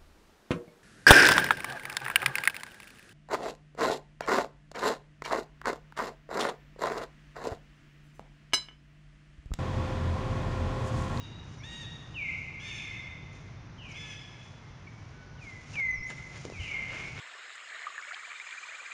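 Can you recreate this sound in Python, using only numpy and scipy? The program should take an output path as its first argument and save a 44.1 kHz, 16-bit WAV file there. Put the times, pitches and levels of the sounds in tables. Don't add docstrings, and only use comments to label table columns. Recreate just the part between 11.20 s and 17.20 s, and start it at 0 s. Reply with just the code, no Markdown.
import sys
import numpy as np
from scipy import signal
from scipy.fft import rfft, irfft
from scipy.io import wavfile

SR = 44100
rng = np.random.default_rng(int(sys.argv[2]) if len(sys.argv) > 2 else 0)


def dump(signal):
    limited = np.clip(np.atleast_2d(signal).T, -1, 1)
    pcm = np.round(limited * 32767).astype(np.int16)
    wavfile.write(sys.argv[1], SR, pcm)


N = 264579
TIME = np.arange(N) / SR

# (frequency [Hz], relative spectral level [dB])
BRIGHT_SPECTRUM = [(300, -1), (1000, -2.5), (2500, 0.5), (4300, -4.5), (6000, -1.5), (7000, -2.5),
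                   (7800, -9)]


def amp(db):
    return 10 ** (np.asarray(db) / 20)


def unit(x):
    return x / np.sqrt(np.mean(x ** 2) + 1e-20)


def read(points, hz):
    frequency, value = np.transpose(points)
    return np.interp(np.log(hz + 1), np.log(frequency), value)


def add(mix, start, sound):
    at = round(start * SR)
    sound = sound[max(-at, 0):]
    part = mix[max(at, 0):][:len(sound)]
    part += sound[:len(part)]


def colour(x, points):
    hz = np.fft.rfftfreq(len(x), 1 / SR)
    return unit(irfft(rfft(x) * amp(read(points, hz)), len(x)))


def drift(size, rate_hz):
    hz = np.fft.rfftfreq(SR * 8, 1 / SR)
    spectrum = rfft(rng.standard_normal(SR * 8)) / (1 + (hz / rate_hz) ** 4)
    return unit(irfft(spectrum))[:size]


def burst(peak_s, rise, decay):
    return np.exp(-np.maximum((peak_s - TIME) / rise, (TIME - peak_s) / decay))


def bursts(rows):
    power = sum((amp(db) * burst(peak_s, rise, decay)) ** 2 for peak_s, rise, decay, db in rows)
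    return np.sqrt(power)


def glide(hz, db, jitter):
    hz = hz * (1 + jitter * drift(len(hz), 66))
    phase = 2 * np.pi * np.cumsum(hz) / SR
    return hz, phase, amp(db) * signal.windows.tukey(len(hz), .08)


def forest(x, echo_db, build=0.014, early=0.73, early_decay=0.014):
    # (frequency [Hz], time to fall by 60 dB [s])
    echo_times = [(300, 0.53), (2100, 1.59), (3600, 1.69), (7000, 1.3)]
    taps = rng.standard_normal(2 * SR) * (rng.random(2 * SR) < 2500 / SR)
    hz, t, z = signal.stft(taps, SR, nperseg=256)
    z = z * amp(-60 * t / read(echo_times, hz)[:, None])
    z = z * (1 - np.exp(-t / build)) * (1 + early * np.exp(-t / early_decay))
    tail = signal.istft(z, SR, nperseg=256)[1]
    wet = signal.fftconvolve(x, tail)
    wet *= amp(echo_db) * np.linalg.norm(x) / np.linalg.norm(wet)
    return wet + np.pad(x, (0, len(wet) - len(x)))


def squeals(jitter=0.0052, flutter_db=2.5, fade_db=-11, octave_db=-41):
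    # (time [s], length [s], first pitch [Hz], last pitch [Hz], glide time [s],
    # level [dB], swell time [s], onset re level [dB], echo re direct sound [dB])
    squeal_table = [(.94, 0.19, 3184, 2035, 0.049, -39, 0.15, -6, 3.5),
                    (1.396, 0.19, 3108, 2068, 0.054, -49.5, 0.15, -9, 5),
                    (1.485, 0.31, 2943, 2037, 0.063, -49.5, 0.045, 4, 8.5),
                    (2.577, 0.22, 3276, 2030, 0.073, -53, 0.18, -4, 6),
                    (4.166, 0.3, 3400, 1988, 0.052, -50, 0.12, -18.5, -4.5),
                    (4.532, 0.23, 2924, 2019, 0.04, -30.5, 0.12, -19, -5.5),
                    (5.314, 0.23, 2902, 1993, .048, -51, 0.064, -11, 5),
                    (5.391, 0.18, 3168, 2060, .065, -52, 0.13, 0, 8),
                    (5.439, 0.23, 2730, 2070, .05, -39.5, 0.066, -29, 1.5),
                    (5.662, 0.25, 3064, 2118, .08, -57.5, 0.18, -4, 9.5)]
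    out = np.zeros(N)
    for start, length, first_hz, last_hz, glide_s, db, swell, onset_db, echo_db in squeal_table:
        t = np.arange(0, length, 1 / SR)
        hz = last_hz + (first_hz - last_hz) * np.exp(-t / glide_s)
        hz = hz * (1 + jitter * drift(len(t), 70))
        phase = 2 * np.pi * np.cumsum(hz) / SR
        level_times = [0, swell / 2, swell, (swell + length) / 2, length]
        level = db + np.interp(t, level_times, [onset_db, -2.5, 0, -1.5, fade_db])
        gain = amp(level + flutter_db * drift(len(t), 24)) * signal.windows.tukey(len(t), .08)
        tone = unit(np.sin(phase) + amp(octave_db) * np.sin(2 * phase))
        add(out, start, forest(gain * tone, echo_db))
    return out


def coos(flutter_db=1.44):
    # (time [s], length [s], top pitch [Hz], scoop time [s], final sag [share of pitch], level [dB])
    coo_table = [(-.17, 0.23, 958.4, 0.026, 0.084, -56.5), (.43, .23, 944.7, .02, .17, -47),
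                 (1.392, 0.21, 910, .034, 0.122, -49), (2.738, .212, 862.5, .012, 0.12, -50)]
    # (echo re direct sound [dB], hiss re tone [dB], hoarseness [share of pitch],
    # then levels of harmonics 1 to 8 [dB])
    voice_table = [(2.5, -6.5, 0.0034, -8, -10, -5.5, 0, -15, -21, -19.5, -30),
                   (-1, -10, 0.0043, -17.5, -5, -8.5, 0.01, -19, -20, -14, -19.5),
                   (3.5, -4.5, 0.0136, -19, -7, -10.5, 0.011, -16, -12, -11, -21.5),
                   (0.5, -6, 0.0069, -25, -8.5, -5.5, 0, -24.5, -11, -12, -21)]
    # (frequency [Hz], relative spectral level [dB])
    hiss_spectrum = [(500, -8.5), (1500, -2.5), (3000, 7), (4300, -7.5), (6200, -1.5), (7800, -6)]
    scoop_share, sag_s, soft_db_per_octave = .14, .02, 28
    out = np.zeros(N)
    for coo, voice in zip(coo_table, voice_table):
        start, length, top_hz, scoop_s, sag, db = coo
        echo_db, hiss_db, hoarse, *harmonics_db = voice
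        t = np.arange(0, length, 1 / SR)
        arch = (1 - scoop_share * np.exp(-t / scoop_s)) * (1 - sag * np.exp((t - length) / sag_s))
        level = db + soft_db_per_octave * np.log2(arch) + flutter_db * drift(len(t), 20)
        hz, phase, gain = glide(top_hz * arch, level, jitter=0.0033)
        phase = phase + 2 * np.pi * np.cumsum(hz * hoarse * drift(len(hz), 300)) / SR
        stack = sum(amp(h_db) * np.sin(k * phase) for k, h_db in enumerate(harmonics_db, 1))
        hiss = amp(hiss_db) * colour(rng.standard_normal(len(t)), hiss_spectrum)
        add(out, start, forest(gain * (unit(stack) + hiss), echo_db))
    return out


def squeak(flutter_db=4, echo_db=-6.0):
    # (time [s], pitch [Hz], level [dB])
    squeak_table = [(4.61, 6620, -74.5), (4.69, 6250, -65.5), (4.708, 6220, -58), (4.75, 5910, -61.5),
                    (4.797, 5060, -64), (4.815, 5430, -60), (4.855, 5780, -61.5), (4.893, 7070, -58),
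                    (4.918, 7300, -58)]
    out = np.zeros(N)
    times, hz, db = np.transpose(squeak_table)
    t = np.arange(times[0], times[-1], 1 / SR)
    level = np.interp(t, times, db) + flutter_db * drift(len(t), 70)
    _, phase, gain = glide(np.interp(t, times, hz), level, jitter=.011)
    add(out, times[0], forest(gain * unit(np.sin(phase)), echo_db))
    return out


def peeps(echo_db=-1.0):
    # (time [s], length [s], first pitch [Hz], last pitch [Hz], level [dB])
    peep_table = [(0.383, 0.039, 5980, 5380, -61), (0.392, .055, 2010, 2550, -56.5),
                  (2.125, 0.023, 7530, 4980, -65.5), (2.712, 0.018, 6900, 4600, -55.5),
                  (3.409, 0.077, 2145, 2080, -62.5), (3.669, .018, 2373, 2144, -49),
                  (3.84, .4, 1513, 1462, -64.5)]
    out = np.zeros(N)
    for start, length, first_hz, last_hz, db in peep_table:
        size = round(length * SR)
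        _, phase, gain = glide(np.linspace(first_hz, last_hz, size), db, jitter=0.0059)
        gain = gain * signal.windows.tukey(size, .5)
        add(out, start, forest(gain * unit(np.sin(phase)), echo_db))
    return out


def thuds():
    # (peak time [s], pitch [Hz], width [Hz], rise [s], decay [s], level [dB])
    thud_table = [(4.7, 42, 25.3, 0.039, 0.045, -52), (4.81, 45, 35.8, 0.053, 0.018, -42),
                  (5.255, 320, 290, 0.0026, 0.039, -45.5), (5.405, 94.6, 35.4, 0.009, 0.021, -34)]
    out = np.zeros(N)
    for peak_s, hz, width_hz, rise, decay, db in thud_table:
        wandering_hz = hz + width_hz / 2 * drift(N, width_hz)
        phase = 2 * np.pi * np.cumsum(wandering_hz) / SR
        out += amp(db) * burst(peak_s, rise, decay) * unit(np.sin(phase))
    return out


def knocks(tick_decay=0.0015):
    # (time [s], pitch [Hz], decay [s], thump level [dB], tick level [dB])
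    knock_table = [(4.556, 2750, 0.0012, -28, -46), (5.2521, 400, 0.0019, -24.5, -36.5),
                   (5.3, 540, 0.0013, -30.5, -43), (5.3224, 398, 0.0021, -31.5, -60)]
    out = np.zeros(N)
    t = np.arange(SR // 20) / SR
    for start, hz, decay, thump_db, tick_db in knock_table:
        thump = np.sin(2 * np.pi * hz * t) * np.exp(-t / decay)
        tick = colour(rng.standard_normal(len(t)), BRIGHT_SPECTRUM) * np.exp(-t / tick_decay)
        add(out, start, amp(thump_db) * thump + amp(tick_db) * tick)
    return out


def crackle(per_s, spread_db, fizz):
    size = amp(abs(spread_db) * np.minimum(rng.exponential(1, N), 4))
    snaps = size * rng.choice([-1, 1], N) * (rng.random(N) < per_s / SR)
    return unit(snaps) + fizz * rng.standard_normal(N)


def hiss_and_crunch(clump_db=1.0):
    # (peak time [s], rise [s], decay [s], level [dB])
    hiss_table = [(.33, 0.11, 0.13, -60), (1.1, 0.16, 0.24, -58.5), (2.15, 0.016, 0.14, -62),
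                  (2.7, 0.043, 0.17, -58), (3.25, 0.066, 0.17, -61), (3.85, 0.37, .3, -67),
                  (4.225, .02, 0.33, -57.5), (4.54, 0.07, 0.074, -51), (4.91, 0.045, 0.35, -55.5),
                  (5.17, 0.075, 0.26, -51), (5.43, 0.066, 0.25, -51.5), (5.83, .1, .3, -52)]
    # (peak time [s], rise [s], decay [s], level [dB])
    scuffle_table = [(4.559, 0.0047, 0.0068, -46.5), (4.6, 0.026, 0.011, -48.5),
                     (4.903, 0.0059, 0.019, -41.5), (4.99, 0.012, .02, -49.5), (5.151, 0.055, 0.057, -51),
                     (5.565, 0.081, 0.085, -49), (5.68, 0.053, .04, -58), (5.78, 0.12, 0.15, -43.5),
                     (5.98, 0.02, 0.1, -43)]
    # (frequency [Hz], relative spectral level [dB])
    litter_spectrum = [(150, -19), (400, 3), (900, -1.5), (1800, 2.5), (2800, -1.5), (4200, -10),
                       (7000, -12.5)]
    hiss = colour(crackle(per_s=2100, spread_db=1.5, fizz=0.97), BRIGHT_SPECTRUM)
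    crunch = colour(crackle(per_s=2500, spread_db=1.0, fizz=0.58), litter_spectrum)
    both = hiss * bursts(hiss_table) + crunch * bursts(scuffle_table)
    return both * amp(clump_db * drift(N, 44))


def background(air_db=-47.5, waver_db=0.27):
    # (frequency [Hz], relative spectral level [dB])
    air_spectrum = [(25, -19), (50, -5.5), (75, -5.5), (100, -0.5), (135, -1.5), (165, -5.5), (210, -12.5),
                    (300, -16), (500, -22.5), (1000, -22.5), (2000, -26.5), (3200, -34), (4600, -37),
                    (6000, -35), (7800, -54.5)]
    # (time [s], level [dB])
    rumble_swell = [(.3, 2.5), (1.6, .5), (2.75, 0.5), (3.25, -3.5), (3.75, -1), (6, 0.5)]
    air = amp(air_db) * colour(rng.standard_normal(N), air_spectrum)
    low = signal.sosfiltfilt(signal.butter(2, 400, fs=SR, output="sos"), air)
    swell_db = np.interp(TIME, *np.transpose(rumble_swell))
    return air - low + low * amp(swell_db + waver_db * drift(N, 6.9))


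def scene():
    calls = squeals() + coos() + squeak() + peeps()
    return (calls + thuds() + knocks() + hiss_and_crunch() + background())[None]


def record(dry, mirror_hz=8000, edge_hz=10900):
    hz = np.fft.rfftfreq(N, 1 / SR)
    band = irfft(rfft(dry) / np.sqrt(1 + (hz / 7700) ** 200), N)
    image = 2 * band * np.cos(2 * np.pi * 2 * mirror_hz * TIME)
    # (frequency [Hz], gain [dB])
    roll_db = [(6500, 0.5), (7500, -2.5), (8500, -7.5), (9500, -16), (10200, -26.5), (10900, -39.5)]
    out = irfft(rfft(band + image) * amp(read(roll_db, hz)), N)
    low_pass = signal.firwin(511, edge_hz, window=("kaiser", 9), fs=SR)
    return signal.oaconvolve(out, low_pass[None], "same")


dry = scene()
out = record(dry)
dump(out)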